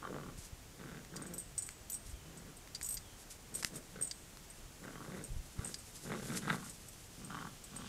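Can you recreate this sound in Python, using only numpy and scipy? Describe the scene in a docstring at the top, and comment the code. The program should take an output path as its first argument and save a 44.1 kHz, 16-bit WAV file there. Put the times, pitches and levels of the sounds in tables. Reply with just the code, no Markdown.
"""Two dogs play tug-of-war

Two dogs pull at a soft toy in a quiet yard; their slack vocal folds slap out short, rattling growls.
Paws rustle in grass and mulch and snap twigs. Tugs make metal collar tags jingle and a buckle clack,
and the toy rubs between the teeth. Light air bumps the microphone, and a far bird whistles faintly."""
import sys
import numpy as np
from scipy import signal
from scipy.fft import rfft, irfft, next_fast_len
from scipy.io import wavfile
from scipy.ndimage import uniform_filter1d, map_coordinates

SR = 44100
rng = np.random.default_rng(int(sys.argv[2]) if len(sys.argv) > 2 else 0)


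def persist_wave(psi):
    """Save psi, clipped to +-1, as 16-bit WAV."""
    counts = np.round(np.clip(psi, -1, 1) * 32767).astype(np.int16)
    wavfile.write(sys.argv[1], SR, np.atleast_2d(counts).T)


N = 347508

# Surges of growling: t/s, length/s, chest level/dB, throat and mouth levels/dB (relative to the chest),
# slap rate/Hz, lips (0 loose, 1 drawn back), roughness (0 smooth, about 1 rough)
SURGES = [(0.046, 0.026, -57.5, 2.5, 9.5, 140.6, .1, 0.96),
          (0.103, 0.063, -50.5, 5, -5.5, 140.2, 0.22, 0.92), (0.197, 0.1, -53, -1.5, -4, 144, 0.08, 1),
          (0.811, 0.18, -54, -2.5, -4, 150, 0.83, 0.53), (1.149, .11, -51.5, -2, -5, 162.1, .5, 0.47),
          (1.297, 0.063, -51.5, -2, -11.5, 170, 0.67, 0.2),
          (2.279, .23, -58, -3.5, -10.5, 158.7, 0.63, .52), (3.54, .06, -58.5, 1.5, -6, 150.1, .8, .8),
          (3.74, .04, -53.5, -0.5, -9, 150, 0.54, .8), (3.964, 0.045, -53.5, -1, -4.5, 150, 0.99, 0.77),
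          (4.851, 0.044, -54, 0.5, 0, 149.7, .46, 0.94), (4.949, .11, -56.5, -1, 1, 129.5, 0, 1),
          (5.1, .11, -50, -0.5, -6, 178, .82, 0.57), (5.597, 0.089, -53, -3, -3, 149.1, 0.64, 0.78),
          (6.069, .19, -49, -2.5, -7, 160.4, 0.58, 1), (6.121, 0.022, -43.5, 0.5, -1, 140, 0.82, 1.04),
          (6.305, 0.061, -44.5, -4.5, -5.5, 166.5, 0.94, .9), (6.44, .03, -46.5, -8, -5, 160, 0.94, .9),
          (6.485, .05, -40, -7, -1, 154.7, 0.94, 0.91), (6.576, 0.094, -54, -17, -3, 149.9, 0.31, 1),
          (7.21, 0.078, -52.5, -9.5, -11.5, 137, .05, 1), (7.319, 0.15, -51, -10, .5, 135.3, 0.08, 1.01),
          (7.745, 0.14, -53.5, -8, -4, 135, 0.2, 1.02)]


def amp(db):
    """Turn decibels into a gain to multiply by."""
    return 10 ** (np.asarray(db) / 20)


def unit(x):
    """Scale a sound to an average strength (rms) of 1."""
    return x / np.sqrt(np.mean(x ** 2) + 1e-20)


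def along(points, hz):
    """Read between rows of f/Hz, value, with the octaves evenly spaced."""
    f, v = np.transpose(points)
    return np.interp(np.log(hz + 1), np.log(f + 1), v)


def curves(rows):
    """Join timed rows with straight lines: one curve for each column after t/s."""
    s, *cols = np.transpose(rows)
    return np.array([np.interp(np.arange(N) / SR, s, c) for c in cols])


def wobble(rate):
    """A smooth curve through `rate` random values a second."""
    return map_coordinates(rng.standard_normal(int(N * rate / SR) + 4), [np.arange(N) * rate / SR])


def filtered(x, response):
    """Multiply each frequency in a sound by response(hz)."""
    size = next_fast_len(N + SR // 2)
    return irfft(rfft(x, size) * response(np.fft.rfftfreq(size, 1 / SR)), size)[:N]


def coloured(x, spectrum):
    """Shape a sound's tone with rows of f/Hz, level/dB, then set its strength to 1."""
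    return unit(filtered(x, lambda hz: amp(along(spectrum, hz))))


def resonate(x, modes):
    """Ring a sound through resonances: each passes one band and falls off steeply on both sides."""
    return filtered(x, lambda f: sum(amp(db) * (1j * f * w / (c * c - f * f + 1j * f * w)) ** 2 * (-1) ** k
                                     for k, (c, w, db) in enumerate(modes)))


def impulse_response(spectrum, size=2048):
    """How a body with this spectrum rings after one tap."""
    cepstrum = irfft(np.log(amp(along(spectrum, np.fft.rfftfreq(size, 1 / SR)))))
    cepstrum[1:size // 2] *= 2  # folding puts all the ringing after the tap
    cepstrum[size // 2 + 1:] = 0
    return irfft(np.exp(rfft(cepstrum)))


def steady(x, size=1400):
    """Even out slow changes in strength, keeping the fast roughness."""
    power = uniform_filter1d(uniform_filter1d(x * x, size), size)
    return x / np.sqrt(np.abs(power) + 1e-12)


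def add(track, s, sound):
    """Mix a sound into the track at s seconds."""
    start = max(round(s * SR), 0)
    track[start:start + len(sound)] += sound[:max(N - start, 0)]


def swell(s, length, attack_s, release_s):
    """Rise to 1 at time s, hold for the length, then die away."""
    t = np.arange(N) / SR - s
    rise = (np.minimum(t, 0) / attack_s) ** 2
    fall = np.maximum(t - length, 0) / release_s
    return np.exp(-np.minimum(rise + fall, 30))


def swells(rows, attack_s, release_s):
    """The combined gain of swells given as t/s, length/s, level/dB."""
    return np.sqrt(sum((amp(db) * swell(s, length, attack_s, release_s)) ** 2 for s, length, db in rows))


def knocks(events, spectrum, fade_s, splinter):
    """Short blows ring a body; each has a splintery tail that falls 60 dB in fade_s."""
    out, t = np.zeros(N), np.arange(SR // 10) / SR
    body = impulse_response(spectrum)
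    for s, db in events:
        blow = splinter * rng.standard_normal(len(t)) * amp(-60 * t / fade_s)
        blow[0] += 1
        sound = signal.fftconvolve(blow, body)
        add(out, s, amp(db) * sound / np.abs(sound).max())
    return out


def yard_hush(level_db=-57):
    """The soft, even background noise of the yard."""
    # Tone of the hush: f/Hz, level/dB
    tone = [(35, -60), (60, 2), (126, 2), (999, -11), (3120, -14), (4030, -16), (7200, -13.5),
            (11700, -21.5), (14500, -21), (15500, -27)]
    return amp(level_db) * coloured(rng.standard_normal(N), tone)


def air(calm_db=-61):
    """Moving air flutters on the microphone, with gusts and single push-and-pull puffs."""
    # Gusts: t/s, length/s, level/dB
    gusts = [(.3, .12, -55), (1.48, 0.07, -58), (2.08, .07, -51.5), (2.92, 0.091, -55), (4.6, .08, -55.5),
             (5.33, 0.046, -42.5)]
    # Tone of the flutter: f/Hz, level/dB
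    rumble = [(15, -16), (27, 1.5), (45, -1.5), (80, -10.5), (130, -8), (300, -41), (800, -82)]
    # Puffs: t/s, peak level/dB, f/Hz
    puffs = [(0.389, -41, 96), (0.533, -40, 66), (2.10, -39.5, 55), (2.139, -40, 42.13), (5.364, -45, 54.7),
             (5.395, -39, 35.38), (5.594, -30, 89)]
    flow = np.hypot(amp(calm_db), swells(gusts, attack_s=0.046, release_s=0.034))
    out = flow * steady(coloured(rng.standard_normal(N), rumble), size=5000)
    t = np.arange(-SR // 10, SR // 10) / SR
    for s, db, hz in puffs:
        u = 2 * np.pi * hz * t
        add(out, s + t[0], -amp(db) * u * np.exp((1 - u * u) / 2))
    return out


def growl_effort(mouth_power=2.2):
    """Gains of chest, throat and mouth: each surge swells and fades, and the strongest one leads."""
    gains = np.zeros((3, N))
    for s, length, db, throat_db, mouth_db, *_ in SURGES:
        push = swell(s, length, attack_s=0.033, release_s=0.039)
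        opening = push ** mouth_power  # the mouth opens later and shuts sooner than the chest sounds
        surge = [amp(db) * push, amp(db + throat_db) * push, amp(db + mouth_db) * opening]
        gains = np.maximum(gains, surge)
    return gains


def growl_shape():
    """Slap rate, lips and roughness glide from the middle of one surge to the next."""
    return curves(sorted((s + length / 2, hz, lips, rough) for s, length, *_, hz, lips, rough in SURGES))


def muzzle(x, lips):
    """The mouth rings at different pitches as the lips draw back."""
    # Mouth resonances with lips loose and drawn back: f/Hz, width/Hz, level/dB
    loose = [(830, 340, -8), (1155, 200, 2), (1432, 250, -1.5), (3150, 250, -14)]
    drawn_back = [(805, 220, -9.5), (1298, 250, -3.5), (1548, 200, -1), (1965, 620, -5), (2840, 420, -19.5),
                  (3590, 640, -10.5)]
    return np.sqrt(1 - lips) * resonate(x, loose) + np.sqrt(lips) * resonate(x, drawn_back)


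def barks(lips):
    """The hardest slaps of the vocal folds bark through the mouth."""
    # Hard slaps: t/s, level/dB
    hard_slaps = [(.028, -39), (0.052, -36), (0.072, -38), (0.143, -36), (0.163, -36.5), (.184, -37),
                  (5.014, -42.5), (6.4989, -24.5), (6.502, -19.5), (7.304, -35), (7.351, -33), (7.377, -36),
                  (7.426, -35), (7.475, -41)]
    pulses = np.zeros(N)
    for s, db in hard_slaps:
        add(pulses, s, amp([db]))
    bark = muzzle(pulses, lips)
    return bark * pulses.max() / np.abs(bark).max()


def growls(jitter=.26, flap_hz=47, chest_db=0.5, throat_db=-2.0):
    """Slack vocal folds slap unevenly: the chest hums, the throat gargles and the mouth rattles."""
    # Resonances of the dog's airway: f/Hz, width/Hz, level/dB
    chest_modes = [(171.5, 88, 13), (281, 124, -4)]
    throat_modes = [(352, 387, -1.7), (504, 330, -0.31)]
    rate_hz, lips, rough = growl_shape()
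    chest, throat, mouth = growl_effort()
    cycles = np.cumsum(rate_hz * np.exp(jitter * rough * wobble(190))) / SR
    slap_at = np.flatnonzero(np.diff(np.floor(cycles)))
    # Soft tissue flaps slowly above the folds: about every third slap is hard, which makes the rattle.
    flap = np.sin(2 * np.pi * np.cumsum(flap_hz * np.exp(jitter * wobble(40))) / SR)
    force = np.clip(flap[slap_at] + .7 * rng.standard_normal(len(slap_at)), -1.6, 1.6)
    breath_share = np.clip(0.5 * (rough + lips), 0, 1)

    def slaps(scatter_db):
        """Slaps of uneven strength, each followed by a 2 ms puff of rushing air."""
        pulses = np.bincount(slap_at, amp(scatter_db * force), N)
        puffs = signal.lfilter([1], [1, -np.exp(-1 / (.002 * SR))], pulses) * rng.standard_normal(N)
        return np.sqrt(1 - breath_share) * unit(pulses) + np.sqrt(breath_share) * unit(puffs)

    hum = amp(chest_db) * chest * steady(resonate(-slaps(0.5 * rough[slap_at]), chest_modes))
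    gargle = amp(throat_db) * throat * steady(resonate(slaps(scatter_db=4), throat_modes))
    mouth_scatter_db = 8 - 5 * lips[slap_at]  # a hard snarl is denser than a loose rattle
    rattle = mouth * steady(muzzle(slaps(mouth_scatter_db), lips))
    return hum + gargle + rattle + barks(lips)


def paws(level_db=1.0, crackles_per_s=1100):
    """Grass swishes and many tiny dry chips crackle under the paws."""
    # Steady treading, louder as the dogs move onto the near grass: t/s, level/dB
    tread = [(0, -74), (3.0, -72), (3.8, -69), (5.5, -64.5), (6.2, -58), (6.9, -63), (7.88, -67)]
    # A paw or the toy brushes the ground: t/s, length/s, level/dB
    scuffs = [(.39, 0.072, -57), (1.59, 0.051, -66), (2.07, 0.047, -58.5), (3.2, .025, -59),
              (3.315, 0.0093, -55), (3.56, .05, -53.5), (3.66, 0.016, -54), (3.755, 0.016, -56),
              (5.63, 0.1, -58), (5.96, 0.017, -55), (6.03, 0.028, -57), (6.26, .08, -56),
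              (6.372, 0.0073, -46.5), (6.535, 0.024, -56), (6.66, 0.047, -58)]
    # Tone of the grass: f/Hz, level/dB
    grass = [(400, -16), (1500, -9), (3000, -5), (5000, 0.5), (7500, 3.5), (12000, -1), (15000, -48)]
    crackles = (rng.random(N) < crackles_per_s / SR) * amp(4 * np.clip(rng.standard_normal(N), -2, 2))
    rustle = coloured(rng.standard_normal(N) + amp(-4) * unit(crackles), grass)
    flutter_db = 2 * wobble(45)
    contact = np.hypot(amp(curves(tread)[0]), swells(scuffs, attack_s=0.017, release_s=0.017))
    return contact * amp(level_db + flutter_db) * rustle


def twigs():
    """Twigs and bark chips snap underfoot."""
    # Snaps: t/s, peak level/dB
    snaps = [(1.049, -37.5), (1.690, -27), (2.675, -42), (2.813, -29.5), (3.6275, -25), (3.632, -23),
             (3.6475, -12.5), (4.372, -36.5), (6.374, -28.5), (6.558, -32.5)]
    # Tone of the wood: f/Hz, level/dB
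    wood = [(100, -7), (180, -1), (450, -10.5), (1200, -3.5), (2050, 4), (3300, -11.5), (4400, 1.5),
            (6000, -5), (8800, -3.5), (9800, -10), (11300, -9), (13500, -25), (15500, -32)]
    return knocks(snaps, wood, fade_s=.008, splinter=.3)


def tag_strikes():
    """A tug swings the collar tags, which strike and bounce back at even gaps."""
    # Tugs: t/s, first level/dB, number of strikes, gap/s, change per strike/dB,
    # low and high tones/dB (relative to the main ring)
    jingles = [(1.159, -39, 1, 0, 0, 2, 1), (1.221, -39, 2, .043, -2, -4, -14), (1.337, -36, 1, 0, 0, 0, 2),
               (1.38, -32.5, 2, .019, -5, -10, -8), (1.579, -25.5, 2, .008, -3, -2, -19),
               (1.622, -33, 3, .042, -5.5, -1, -8), (1.899, -33.5, 1, 0, 0, 5, 16),
               (1.919, -34, 3, .011, 2, -4.5, -9), (2.096, -47, 1, 0, 0, -5, -7),
               (2.372, -43, 1, 0, 0, 4, -4), (2.568, -44.5, 1, 0.00075, 0, -7, -6),
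               (2.828, -31, 3, .017, -0.5, 5, 0), (2.888, -30, 4, .018, -.5, -8, -3.5),
               (3.541, -36, 2, .009, 7, -4, -10), (3.758, -37.5, 1, 0, 0, -7, -8),
               (4.011, -32.5, 2, .013, 7, -10, -18), (4.045, -34.5, 2, .027, 0, -5, -16),
               (4.5, -43.5, 1, 0, 0, -9, -10), (5.239, -35.5, 1, 0, 0, -4, -5),
               (5.645, -31.5, 2, .027, -5, -8, -24), (5.787, -43, 1, 0, 0, -6, -17),
               (6.643, -42.5, 2, .053, 4, 0, -7), (6.884, -41.5, 1, 0, 0, -2, 1),
               (7.246, -40.5, 1, 0, 0, -14, -13), (7.64, -40.5, 1, 0, 0, 7, 3),
               (7.761, -36.5, 1, 0, 1, -14, -19)]
    return [(s + k * gap, db + k * change_db, low_db, high_db)
            for s, db, count, gap, change_db, low_db, high_db in jingles for k in range(round(count))]


def tags(chatter_width_hz=80, damped_s=.085, free_db=-19, tick_db=-11, tick_s=0.017):
    """Two metal tags strike, chatter and muffle each other; a weak free ring lingers."""
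    # Tones of the tags: f/Hz, level/dB, free time to fall 60 dB/s, family (0 main, 1 low, 2 high)
    modes = [(5660, -10.5, 0.22, 1), (7040, -1, 0.39, 1), (7900, -0.5, 0.65, 1), (8366, 1.5, .33, 0),
             (8470, 2.5, 0.58, 0), (8680, -5.5, 0.071, 0), (10230, -7, .08, 2), (11400, -9, .12, 2),
             (13000, -3.5, .22, 2), (13700, -9, .14, 2), (14990, -14, .2, 2)]
    # Tone of the scraping tick: f/Hz, level/dB
    tick_tone = [(800, -38), (3000, -3.5), (6000, 5), (9000, 3.0), (15000, -15)]
    rings, ticks, t = np.zeros(N), np.zeros(N), np.arange(SR // 3) / SR
    for s, db, low_db, high_db in tag_strikes():
        ring = np.zeros(len(t))
        for hz, level, free_s, family in modes:
            phase = 2 * np.pi * (hz * t + rng.random())
            # While the tags touch, tiny contacts blur each pitch.
            chatter = np.cumsum(rng.standard_normal(len(t))) * np.sqrt(2 * np.pi * chatter_width_hz / SR)
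            touching = amp(-60 * t / damped_s) * np.sin(phase + chatter)
            free = amp(free_db - 60 * t / free_s) * np.sin(phase)
            strike_db = rng.normal(0, 3)
            family_db = (0, low_db, high_db)[round(family)]
            ring += amp(level + strike_db + family_db) * (touching + free)
        ring *= 1 - np.exp(-t / 0.00072)  # soften the very start
        add(rings, s, amp(db) * ring / np.abs(ring).max())
        # Harder, brighter strikes scrape more.
        add(ticks, s, amp(db + tick_db + high_db / 2 - 60 * t / tick_s) * rng.laplace(0, .7, len(t)))
    return rings + filtered(ticks, lambda hz: amp(along(tick_tone, hz)))


def buckle(level_db=0.5):
    """The collar buckle clacks and rings briefly as the dogs tug."""
    # Clacks: t/s, level/dB
    blows = [(1.165, -32), (2.7485, -32), (2.7564, -34.5), (2.818, -38), (2.970, -35), (2.9745, -31),
             (4.112, -28), (4.115, -41), (5.743, -26.5)]
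    # Tone of the buckle: f/Hz, level/dB
    body = [(710, -69), (1200, -34), (1390, -21), (2100, -12), (2510, -20.5), (3210, -13), (3560, -13.5),
            (4790, -4), (6720, -7.5), (8660, -10.5), (15000, -37)]
    # Its ringing resonance: f/Hz, width/Hz, level/dB
    ring = [(4770, 467, 2.5)]
    clacks = amp(level_db) * knocks(blows, body, fade_s=0.04, splinter=0.18)
    return clacks + resonate(clacks, ring)


def bird(blur_hz=110):
    """A far bird's falling whistles, blurred by distance."""
    # Whistles: t/s, length/s, starting f/Hz, ending f/Hz, level/dB
    whistles = [(2.085, 0.27, 3450, 2973, -68), (2.998, .2, 3770, 3040, -65.5)]
    out = np.zeros(N)
    for s, length, start_hz, end_hz, db in whistles:
        progress = np.linspace(0, 1, round(length * SR))
        hz = end_hz + (start_hz - end_hz) * (1 - progress) ** 2 + blur_hz * wobble(400)[:len(progress)]
        loudness = amp(db) * np.sqrt(np.abs(np.sin(np.pi * progress)))
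        add(out, s, loudness * np.sin(2 * np.pi * np.cumsum(hz) / SR))
    return out


def toy(grip_db=2):
    """The stretched toy sticks and slips between the teeth with a thin rasp."""
    # Strength of the rubbing: t/s, level/dB
    rubbing = [(5.9, -86), (6.2, -59.5), (6.6, -70), (7.0, -79), (7.35, -59.5), (7.6, -67.5), (7.88, -58.5)]
    # Tone of the fabric: f/Hz, level/dB
    fabric = [(1500, -52), (2400, -7), (3200, -1), (4000, -8), (5000, -7), (8000, -10), (14000, -28)]
    return amp(curves(rubbing)[0] + grip_db * wobble(65)) * coloured(rng.standard_normal(N), fabric)


def yard_echo(x, delay_samples=400):
    """Fence and trees scatter the sound into a short tail."""
    # How long the echo lasts: f/Hz, time to fall 60 dB/s
    fades = [(200, 0.35), (2000, 0.14), (10000, 0.029)]
    hz, t, noise = signal.stft(rng.standard_normal(SR // 2), SR, nperseg=256)
    tail = signal.istft(noise * amp(-60 * t / along(fades, hz)[:, None]), SR, nperseg=256)[1]
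    return signal.fftconvolve(np.pad(x, (delay_samples, 0)), tail / np.linalg.norm(tail))[:N]


def scene():
    """The dogs close by, over the hush of the yard, in one channel."""
    clacks_and_snaps = buckle() + twigs()
    voices = growls()
    clatter = clacks_and_snaps + tags() + paws() + toy()
    echo = yard_echo(amp(-17) * voices + amp(-22) * clatter)
    return (voices + clatter + echo + yard_hush() + air() + bird())[None]


def record(dry, top_hz=15650):
    """Cut away the very highest treble."""
    return filtered(dry[0], lambda hz: hz < top_hz)[None]


dry = scene()
out = record(dry)
persist_wave(out)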